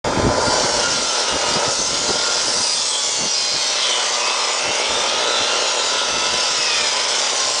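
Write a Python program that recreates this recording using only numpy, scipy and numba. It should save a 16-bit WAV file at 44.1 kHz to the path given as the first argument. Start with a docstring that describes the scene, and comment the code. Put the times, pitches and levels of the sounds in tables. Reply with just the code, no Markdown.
"""A big circular saw whines and roars through a timber beam, outdoors, a few metres away.
Its mains motor sags as the teeth bite; gears and fan whine, torque pulses throb in the beam.
The teeth tear and hiss, the blade rings, the saw briefly whistles and rasps. Gusts bump the microphone.
Later the air in the slot rings, mostly lower as the cut deepens."""
import sys
import numpy as np
from scipy import signal
from scipy.fft import rfft, irfft
from scipy.io import wavfile
from scipy.ndimage import uniform_filter1d
from numba import njit

SR = 44100
rng = np.random.default_rng(int(sys.argv[2]) if len(sys.argv) > 2 else 0)


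def put_to_file(sound):
    """Save the sound as 16-bit audio at rate SR, in the file named by the first command-line argument."""
    columns = np.atleast_2d(sound).T  # one column per channel
    safe = np.clip(columns, -1, 1)
    whole_steps = np.round(safe * 32767)
    wavfile.write(sys.argv[1], SR, whole_steps.astype(np.int16))


N = 335160
TIME, FREQ = np.arange(N) / SR, np.fft.rfftfreq(N, 1 / SR)
MAINS_HZ = 60
TORQUE_HZ = 2 * MAINS_HZ

# Table levels are relative; each source adds its own gain.
ARMATURE_SPEED = [(0.0, 414.8), (0.15, 413.1), (0.62, 387.5), (1.04, 352.0), (1.24, 327.4), (1.37, 320.2),
                  (1.67, 327.1), (2.1, 360.5), (2.38, 360.8), (2.93, 286.9), (3.09, 282.2), (3.71, 269.3),
                  (4.06, 243.8), (4.32, 258.5), (4.65, 260.1), (4.9, 300.0), (5.5, 355.0), (5.69, 351.0),
                  (5.98, 333.5), (6.36, 337.5), (6.67, 319.4), (6.91, 288.6), (7.44, 263.7), (7.6, 258.5)]  # sags at each push: t/s, speed/Hz
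MOTOR_LABOUR = [(3.45, 0.01), (3.75, .55), (4.02, .86), (4.25, .98), (4.55, .9), (4.7, 0.4), (5.1, .2)]  # t/s, labour/0-1
# gear case resonances: f/Hz, width/Hz, lift/dB
GEAR_CASE_PEAKS = [(988, 33, 7), (1278, 194, 10.5), (1409, 56, 11.5), (2867, 90, 12.5), (3160, 160, 9)]
# housing resonances: f/Hz, width/Hz, lift/dB
HOUSING_PEAKS = [(2470, 210, 2.5), (2683, 71, 7), (3080, 220, 3), (4700, 120, 4), (4930, 110, 3.5),
                 (7100, 220, 5)]
# armature, fan and tooth tones: multiple of armature speed, level/dB
WHINE_TONES = [(3, -48), (4, -48), (6, -52), (7.5, -56), (8, -51), (9, -51), (10, -49.5), (10.5, -50),
               (11, -47), (11.5, -46), (11.75, -50), (12, -44), (13, -51), (13.75, -54), (14, -47.5),
               (15, -50), (16, -45), (17, -50), (18, -45), (20, -46)]
# blade binds, one tone swells: t/s, sigma/s, multiple of armature speed, level/dB
BIND_SWELLS = [(.53, .11, 12, -28), (.9, .06, 16, -33), (2.22, .12, 13.75, -33), (.58, .06, 18, -34),
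               (1.2, .07, 16, -35), (1.84, .07, 18, -32), (2.3, .2, 14, -36), (2.87, .05, 18, -32),
               (2.92, .07, 14, -34), (3, .13, 12, -31), (3.2, .13, 10, -37), (3.22, .09, 16, -30),
               (3.45, .08, 15, -33), (3.45, .12, 9, -39), (3.48, .11, 18, -28.5), (3.63, .08, 16, -30),
               (3.7, .1, 14, -32), (3.78, .08, 10, -36), (3.92, .09, 12, -26.5), (4.28, .06, 10, -31.5),
               (4.33, .13, 14, -34.5), (4.45, .08, 16, -35), (4.71, .05, 10, -33), (4.75, .12, 7.5, -39),
               (4.8, .1, 8, -38), (4.86, .11, 12, -34), (4.92, .06, 11, -34), (5.1, .08, 10, -33.5),
               (5.2, .14, 10.5, -36), (5.3, .14, 11.5, -32), (5.33, .08, 11.75, -34),
               (5.44, .07, 10, -30.5), (5.7, .12, 16, -37), (5.88, .08, 11.5, -33), (6.15, .1, 18, -35),
               (6.25, .18, 14, -34), (6.3, .2, 8, -36), (6.42, .12, 16, -32), (6.7, .05, 16, -35),
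               (6.72, .12, 6, -36), (6.76, .08, 8, -30.5), (6.9, .05, 12, -33), (7, .12, 11, -35),
               (7.45, .16, 4, -34)]
# whine roughens as the blade sinks in: t/s, noise share/0-1
WHINE_ROUGHNESS = [(2.4, .02), (4.6, .04), (6.2, .1), (6.6, .25)]
# motor hum: multiple of mains, level/dB, extra at full labour/dB
HUM_HARMONICS = [(4, -12, -1), (6, -9.5, 1), (8, -4, 2), (10, -1.5, -1), (12, -9.5, 2), (14, -20, 12),
                 (16, -16, 11), (18, -16, 17), (20, -15, 19.5), (22, -19, 12)]

# spectra: f/Hz, level/dB
KNOCK_SPECTRUM = [(150, -43.5), (260, -16), (350, -12), (420, -1.5), (540, -0.5), (640, 0.5), (760, -6.5),
                  (900, -5.5), (2000, -58.5)]  # saw on beam
ROAR_SPECTRUM = [(120, -43), (250, -29), (340, -20.5), (430, -10.5), (570, -1), (730, -8), (880, -1.5),
                 (1010, -5.5), (1130, -13), (1390, -6.5), (1700, -14), (2500, -19), (6000, -76.5)]  # beam
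GRIND_SPECTRUM = [(600, -30), (850, -5), (1050, 0), (1250, -3), (1600, -22), (3000, -60)]  # labouring saw
TEAR_SPECTRUM = [(500, -14), (1100, 1.5), (1500, 4.5), (1850, 3), (2100, 8), (2350, 2.5), (2700, 2.5),
                 (3300, 7), (4000, 5), (5000, -29.5), (9000, -54)]  # fibres
HISS_SPECTRUM = [(1000, -32), (2500, -25.5), (3400, -15.5), (4300, -4.5), (5000, -7), (5700, 0), (6500, -3),
                 (7300, -4.5), (8300, -9), (9300, -12.5), (10200, -25)]  # teeth
WIND_SPECTRUM = [(15, -19.5), (40, 3), (80, 6), (160, 4), (280, 8.5), (500, -0.5), (1000, -51), (2500, -62)]  # rumble on the microphone
DEEP_SPECTRUM = [(15, -16), (55, 1), (100, -5), (300, -53)]  # strong gusts
BUFFET_SPECTRUM = [(25, -49), (100, -3.5), (200, -2), (450, -2.5), (900, -5), (2200, -20), (6000, -51)]

# envelopes: t/s, level/dB
ROAR_ENVELOPE = [(.06, -19), (.48, -18), (.86, -22), (1.02, -25.5), (1.3, -23), (1.66, -21), (1.75, -27.5),
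                 (2.45, -25.5), (2.8, -31), (3.4, -32.5), (3.82, -24.5), (4.3, -20.5), (4.9, -22),
                 (5.55, -21.5), (6.35, -24), (6.6, -27), (7.15, -25), (7.6, -25.5)]  # beam
TEAR_ENVELOPE = [(.06, -34), (.37, -37.5), (.55, -32.5), (.88, -28.5), (1.66, -28), (1.77, -36),
                 (1.95, -28.5), (2.25, -27.5), (2.8, -33.5), (3.4, -31.5), (3.82, -25.5), (4.5, -28),
                 (5.5, -25), (6.4, -27), (6.85, -24), (7.25, -25.5), (7.6, -30.5)]  # fibres
HISS_ENVELOPE = [(.06, -35.5), (0.351, -33), (.45, -27), (1.05, -25), (1.35, -28), (1.7, -25.5), (2.2, -26),
                 (2.6, -24.5), (3.2, -27.5), (4.2, -27.5), (5.35, -28.5), (5.9, -26.5), (6.15, -28),
                 (6.45, -26.5), (7.0, -27), (7.6, -24.5)]  # teeth
BREEZE_ENVELOPE = [(.06, -27), (.45, -28.5), (1.1, -46), (1.8, -39), (2.3, -41.5), (3.0, -51.5), (3.6, -47),
                   (4.1, -88), (4.55, -70), (5.05, -42.5), (5.7, -56), (6.25, -45), (6.95, -52.5),
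                   (7.6, -49)]  # wind between gusts

# blade and guard resonances: f/Hz, width/Hz, lift/dB
STEEL_PEAKS = [(2520, 160, 4), (3080, 230, 4), (3450, 120, 3.5), (3640, 90, 4), (4140, 130, 6),
               (4700, 260, 7), (4950, 110, 6), (5230, 330, 6.5), (5570, 90, 3), (6000, 490, 2.5),
               (6840, 220, 1.5)]
# modes of the spinning blade: f/Hz, level/dB
BLADE_MODES = [(1004, -43), (2686, -48), (3446, -48), (3633, -46), (4148, -44), (4735, -44), (4938, -43),
               (5570, -44)]
# wind gusts: t/s, buffet sigma/s, rumble level/dB, buffet level/dB
WIND_GUSTS = [(0.185, 0.024, -18.5, -40), (0.266, 0.044, -16, -30), (0.484, 0.012, -20, -33),
              (0.643, 0.019, -27, -24.5), (0.777, 0.03, -35, -39), (1.344, 0.027, -26.5, -34),
              (1.51, 0.043, -31, -54), (1.567, 0.008, -25, -19.5), (1.681, 0.011, -26, -52),
              (1.8, 0.016, -29.5, -36), (1.92, 0.017, -43, -39), (2.102, 0.011, -26, -19.5),
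              (2.154, 0.014, -31, -35), (2.493, 0.017, -44, -35), (2.59, 0.022, -43, -29.5),
              (3.235, 0.029, -48, -25), (3.55, 0.018, -50, -32), (4.68, 0.023, -36, -28.5),
              (4.915, 0.024, -36, -56), (5.01, 0.011, -36, -57), (5.414, 0.0097, -36, -30),
              (6.157, 0.073, -36.5, -69), (6.345, 0.017, -42, -36), (6.51, .012, -42, -64),
              (6.598, .01, -41, -48)]
# brief whistles and rasps of the saw: t/s, length/s, f/Hz, width/Hz, level/dB
SAW_WHISTLES = [(0.35, 0.42, 1008, 31, -14.5), (0.47, 0.11, 1400, 21, -16), (0.858, 0.11, 1402, 47, -14.5),
                (.7, .35, 5530, 12, -17.5), (.96, .08, 4675, 12, -17), (1.2, .14, 5480, 12, -16),
                (1.8, .09, 4730, 14, -21), (2.08, 0.17, 4700, 10, -17), (1.832, 0.089, 6140, 83, -11),
                (1.88, 0.38, 6620, 140, -16), (2.4, 0.27, 4770, 12, -19), (2.688, 0.18, 4880, 400, -7.5),
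                (2.807, 0.07, 3540, 240, -12), (2.952, 0.071, 3270, 240, -11.5),
                (3.32, .06, 5750, 200, -11), (3.86, 0.091, 3380, 190, -9.5), (4.115, .14, 6180, 260, -14),
                (4.445, 0.26, 5180, 120, -14), (4.986, 0.11, 3600, 13, -12.5),
                (5.323, 0.18, 3625, 22, -16.5), (5.32, 0.13, 3960, 110, -23), (5.79, 0.21, 6880, 55, -16),
                (6.3, 1, 1003, 10, -22.5), (6.683, 0.61, 5080, 520, -10), (7.08, 0.084, 3090, 23, -15),
                (7.125, 0.11, 5300, 52, -13), (7.374, .092, 6960, 70, -17), (7.53, 0.088, 7460, 70, -19)]
# air resonance of the slot: t/s, f/Hz, level/dB
SLOT_RESONANCE = [(2.4, 9300, -47), (2.65, 8800, -33), (2.9, 8000, -29.5), (3.4, 4970, -24),
                  (3.68, 4450, -29.5), (3.9, 3570, -25.5), (4.1, 2800, -39), (4.55, 2430, -34),
                  (4.93, 3300, -27), (5.12, 3560, -37), (5.35, 3800, -27.5), (5.57, 4050, -30),
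                  (5.9, 3760, -27), (6.15, 3420, -29.5), (6.8, 2490, -35), (7.6, 1930, -38.5)]


def amp(db):
    """Decibels to gain."""
    return 10 ** (np.asarray(db) / 20)


def unit(x):
    """Scale to rms 1."""
    return x / np.sqrt(np.mean(x ** 2) + 1e-20)


def curves(rows):
    """Columns of a time table, interpolated per sample."""
    times_s, *columns = np.transpose(rows)
    return [np.interp(TIME, times_s, column) for column in columns]


def bell(at_s, sigma_s):
    """Gaussian rise and fall."""
    return np.exp(-.5 * ((TIME - at_s) / sigma_s) ** 2)


def peaks_db(hz, peaks):
    """Summed lift of resonances at hz."""
    return sum(db / (1 + (2 * (hz - centre_hz) / width_hz) ** 2) for centre_hz, width_hz, db in peaks)


def colour(x, spectrum, extra_db=0):
    """Filter by a spectrum; rms 1."""
    hz, db = np.transpose(spectrum)
    shape_db = np.interp(np.log(FREQ + 1), np.log(hz), db)
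    return unit(irfft(rfft(x) * amp(shape_db + extra_db), N))


def noise():
    """White noise."""
    return rng.standard_normal(N)


def drift(rate_hz):
    """Random wander up to about rate_hz; rms 1."""
    knots = rng.standard_normal(N // 64)
    lowpass = np.exp(-(np.fft.rfftfreq(len(knots), 64 / SR) / rate_hz) ** 2)
    smooth = unit(irfft(rfft(knots) * lowpass, len(knots)))
    return np.interp(np.arange(N), 64 * np.arange(len(knots)), smooth)


def tone(turns):
    """Sine of random phase; rms 1."""
    return np.sqrt(2) * np.sin(2 * np.pi * (turns + rng.random()))


def pattern(turns, harmonics, size=8192):
    """Random shape repeating at each turn of a shaft."""
    lines = np.exp(2j * np.pi * rng.random(harmonics)) * (1 + rng.random(harmonics))
    shape = unit(irfft(np.r_[0, lines], size))
    return np.interp(turns * size, np.arange(size), shape, period=size)


def speed_hz(inertia_s=.19):
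    """Armature speed, smoothed by blade inertia."""
    return uniform_filter1d(curves(ARMATURE_SPEED)[0], round(inertia_s * SR), mode="nearest")


def armature():
    """Armature turns, jostled by the grain and shaken by torque pulses."""
    jostled_hz = speed_hz() * (1 + .0011 * drift(25))
    return np.cumsum(jostled_hz) / SR + .004 * np.sin(2 * np.pi * TORQUE_HZ * TIME)


def throb(depth):
    """Torque pulses twice per mains cycle."""
    return unit(1 + depth * np.cos(2 * np.pi * TORQUE_HZ * TIME))


def gearbox(turns, mesh_multiple=3.87, upper_multiple=8.85, flutter_db=2, shake_turns=.15):
    """Gears whine with load; torque pulses split each tone into lines that the case resonances lift."""
    load_db = (curves(TEAR_ENVELOPE)[0] + curves(ROAR_ENVELOPE)[0]) / 2
    load_db -= load_db.mean()
    shake = shake_turns * np.cos(2 * np.pi * TORQUE_HZ * TIME)
    tones = [(mesh_multiple, -44.5 + load_db),
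             (2 * mesh_multiple, -48 + 3.3 * load_db),
             (upper_multiple, -45 + load_db)]
    gears = sum(amp(db + flutter_db * drift(9.1)) * tone(k * turns + shake) for k, db in tones)
    return irfft(rfft(gears * throb(.1)) * amp(peaks_db(FREQ, GEAR_CASE_PEAKS)), N)


def whine(turns, gain_db=1, flutter_db=2.6):
    """Fan, armature and tooth tones rise with the bite, on housing resonances and as the blade binds."""
    (hiss_db,), (rough,) = curves(HISS_ENVELOPE), curves(WHINE_ROUGHNESS)
    armature_hz = speed_hz()
    bite_db = .4 * (hiss_db - hiss_db.mean())
    out = np.zeros(N)
    for k, db in WHINE_TONES:
        steady = amp(db + bite_db + peaks_db(k * armature_hz, HOUSING_PEAKS) + flutter_db * drift(6))
        rub = np.sqrt(1 - rough) + np.sqrt(rough) * drift(90)
        swell = sum(amp(peak_db) * bell(at_s, sigma_s)
                    for at_s, sigma_s, multiple, peak_db in BIND_SWELLS if multiple == k)
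        out += np.hypot(steady, swell) * rub * tone(k * turns)
    return amp(gain_db) * out


def hum(gain_db=-37.3, labour_db=-2.5, smear_turns=.0065):
    """Torque pulses buzz saw and beam at mains harmonics; grows with the roar, smeared by the wood."""
    (roar_db,), (labour,) = curves(ROAR_ENVELOPE), curves(MOTOR_LABOUR)
    lines = np.zeros(N)
    for k, db, extra_db in HUM_HARMONICS:
        turns = k * MAINS_HZ * TIME + .03 * drift(8) + smear_turns * (k - 10) ** 2
        lines += amp(db + extra_db * labour ** 2 + drift(5)) * np.cos(2 * np.pi * turns)
    level_db = gain_db + labour_db * labour + .7 * (roar_db - roar_db.mean())
    return amp(level_db) * np.sqrt(2) * lines


def knocking(turns, gain_db=-8.5, labour_db=-7, sigma_s=.0003):
    """Torque pulses knock saw on beam, the force varying with armature angle: a regular rasp."""
    (roar_db,), (labour,) = curves(ROAR_ENVELOPE), curves(MOTOR_LABOUR)
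    lag_s = ((TORQUE_HZ * TIME + .5) % 1 - .5) / TORQUE_HZ
    pulses = np.exp(-.5 * (lag_s / sigma_s) ** 2)
    force = .3 * tone(turns) + .2 * tone(2 * turns) + drift(300)
    return amp(roar_db + gain_db + labour_db * labour) * colour(force * pulses, KNOCK_SPECTRUM)


def cutting(turns, roar_gain_db=-3, labour_db=-6, grind_db=-29.5, hiss_gain_db=3.5, repeat=.64):
    """Teeth strike wood: part repeats with the shafts, part is random splintering."""
    grain_db = -.24 * drift(2.2)  # hard and soft wood
    roar_db, tear_db, hiss_db = [curves(envelope)[0] + grain_db
                                 for envelope in (ROAR_ENVELOPE, TEAR_ENVELOPE, HISS_ENVELOPE)]
    labour, = curves(MOTOR_LABOUR)
    layshaft, blade = turns / 4, turns / 8
    bite = unit(1 + .14 * pattern(layshaft, 4) + .039 * pattern(blade, 9) + .097 * drift(73))
    rattle = (noise() + .3 * pattern(blade, 50)) * throb(.22 + .05 * labour)
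    fibres = noise() * amp(1.2 * drift(500)) + .71 * repeat * pattern(layshaft, 110)
    chips = noise() * amp(.16 * drift(900)) + .75 * repeat * pattern(layshaft, 150)
    ring_db = peaks_db(FREQ, STEEL_PEAKS)
    roar = amp(roar_db + roar_gain_db + labour_db * labour) * colour(rattle, ROAR_SPECTRUM)
    grind = amp(grind_db) * labour ** 3 * colour(noise(), GRIND_SPECTRUM)
    tear = amp(tear_db) * colour(fibres * bite, TEAR_SPECTRUM, ring_db)
    hiss = amp(hiss_db + hiss_gain_db) * colour(chips * bite, HISS_SPECTRUM, ring_db)
    return roar + grind + tear + hiss


def flicker(x, patch_db=2.5, patch_hz=150, patch_s=.069, size=1024):
    """The treble flickers in random patches a few hundred hertz wide."""
    frames = dict(fs=SR, nperseg=size, noverlap=size * 3 // 4)
    hz, _, spectra = signal.stft(x, **frames)
    field = rng.standard_normal(spectra.shape[::-1]).T
    per_hz, per_s = np.fft.fftfreq(len(hz), hz[1]), np.fft.fftfreq(spectra.shape[1], size / 4 / SR)
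    lowpass = np.exp(-2 * ((per_hz[:, None] * patch_hz) ** 2 + (per_s * patch_s) ** 2))
    patches = unit(np.fft.ifft2(np.fft.fft2(field) * lowpass).real)
    depth_db = patch_db * np.clip(hz / 3000, .3, 1)[:, None]
    gain = amp(depth_db * patches - depth_db ** 2 / 9)  # offset holds mean power
    return signal.istft(spectra * gain, **frames)[1][:N]


def blade_ring(width_hz=11, wander_db=2):
    """Teeth keep the blade ringing at its own modes, whatever the speed."""
    hiss_db, = curves(HISS_ENVELOPE)
    out = np.zeros(N)
    for hz, db in BLADE_MODES:
        shake = drift(width_hz) + 1j * drift(width_hz)
        out += amp(db + wander_db * drift(1.5)) * (shake * np.exp(2j * np.pi * hz * TIME)).real
    return out * amp(.27 * (hiss_db - hiss_db.mean()))


def wind(lumps_db=3, deep_db=-26, rumble_length_ratio=.66):
    """Lumpy rumble on the microphone; strong gusts reach deeper, sharp buffets higher."""
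    breeze = amp(curves(BREEZE_ENVELOPE)[0] + lumps_db * drift(6.5))
    gusts = sum(amp(db) * bell(at_s, rumble_length_ratio * sigma_s)
                for at_s, sigma_s, db, _ in WIND_GUSTS)
    force = np.hypot(breeze, gusts)
    rumble = amp(.33 * drift(30)) * force * colour(noise(), WIND_SPECTRUM)
    deep = amp(deep_db) * (force / force.max()) ** 4.5 * colour(noise(), DEEP_SPECTRUM)
    buffets = sum(amp(db) * bell(at_s, sigma_s) for at_s, sigma_s, _, db in WIND_GUSTS)
    return rumble + deep + buffets * colour(noise(), BUFFET_SPECTRUM)


def whistles(half_rough_hz=40):
    """Brief gear and motor tone swells and blade squeals: narrow bands whistle, wide bands rasp."""
    out = np.zeros(N)
    for at_s, length_s, hz, width_hz, db in SAW_WHISTLES:
        near = abs(TIME - at_s) < 2 * length_s
        t = TIME[near]
        shake = (drift(width_hz) + 1j * drift(width_hz))[near]
        rough = width_hz ** 2 / (width_hz ** 2 + half_rough_hz ** 2)
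        waver = np.sqrt(1 - rough) + np.sqrt(rough / 2) * shake
        envelope = .25 * amp(db) * np.exp(-2 * ((t - at_s) / length_s) ** 2)
        out[near] += envelope * (waver * np.exp(2j * np.pi * hz * t)).real
    return out


@njit
def resonate(x, hz, width_hz, sr):
    """Gliding resonance; two poles in series for steep skirts."""
    out, first, second = np.zeros(len(x)), 0j, 0j
    for i in range(len(x)):
        radius = np.exp(-np.pi * width_hz[i] / sr)
        pole = radius * np.exp(2j * np.pi * hz[i] / sr)
        first = pole * first + np.sqrt(1 - radius) * x[i]
        second = pole * second + (1 - radius) * first
        out[i] = second.real
    return out


def slot_air(turns, width_ratio=.23):
    """Tooth rasp rings the air in the slot, whose length changes as the blade goes through."""
    hz, db = curves(SLOT_RESONANCE)
    rasp = noise() + .85 * pattern(turns / 4, harmonics=130)
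    return amp(db) * unit(resonate(rasp, hz, width_ratio * hz, SR))


def scene():
    """One near saw in open, windy air; both channels alike."""
    turns = armature()
    motor = gearbox(turns) + whine(turns) + hum() + knocking(turns)
    cut = flicker(cutting(turns) + slot_air(turns))
    mix = motor + cut + blade_ring() + whistles() + wind()
    return np.array([mix, mix])


def record(dry, start_s=.042, rise_s=.002, cutoff_hz=10130):
    """Abrupt start; steep low-pass."""
    gate = np.clip((TIME - start_s) / rise_s, 0, 1)
    lowpass = signal.firwin(601, cutoff_hz, window=("kaiser", 9), fs=SR)
    return signal.oaconvolve(dry * gate, lowpass[None], "same")


dry = scene()
out = record(dry)
put_to_file(out)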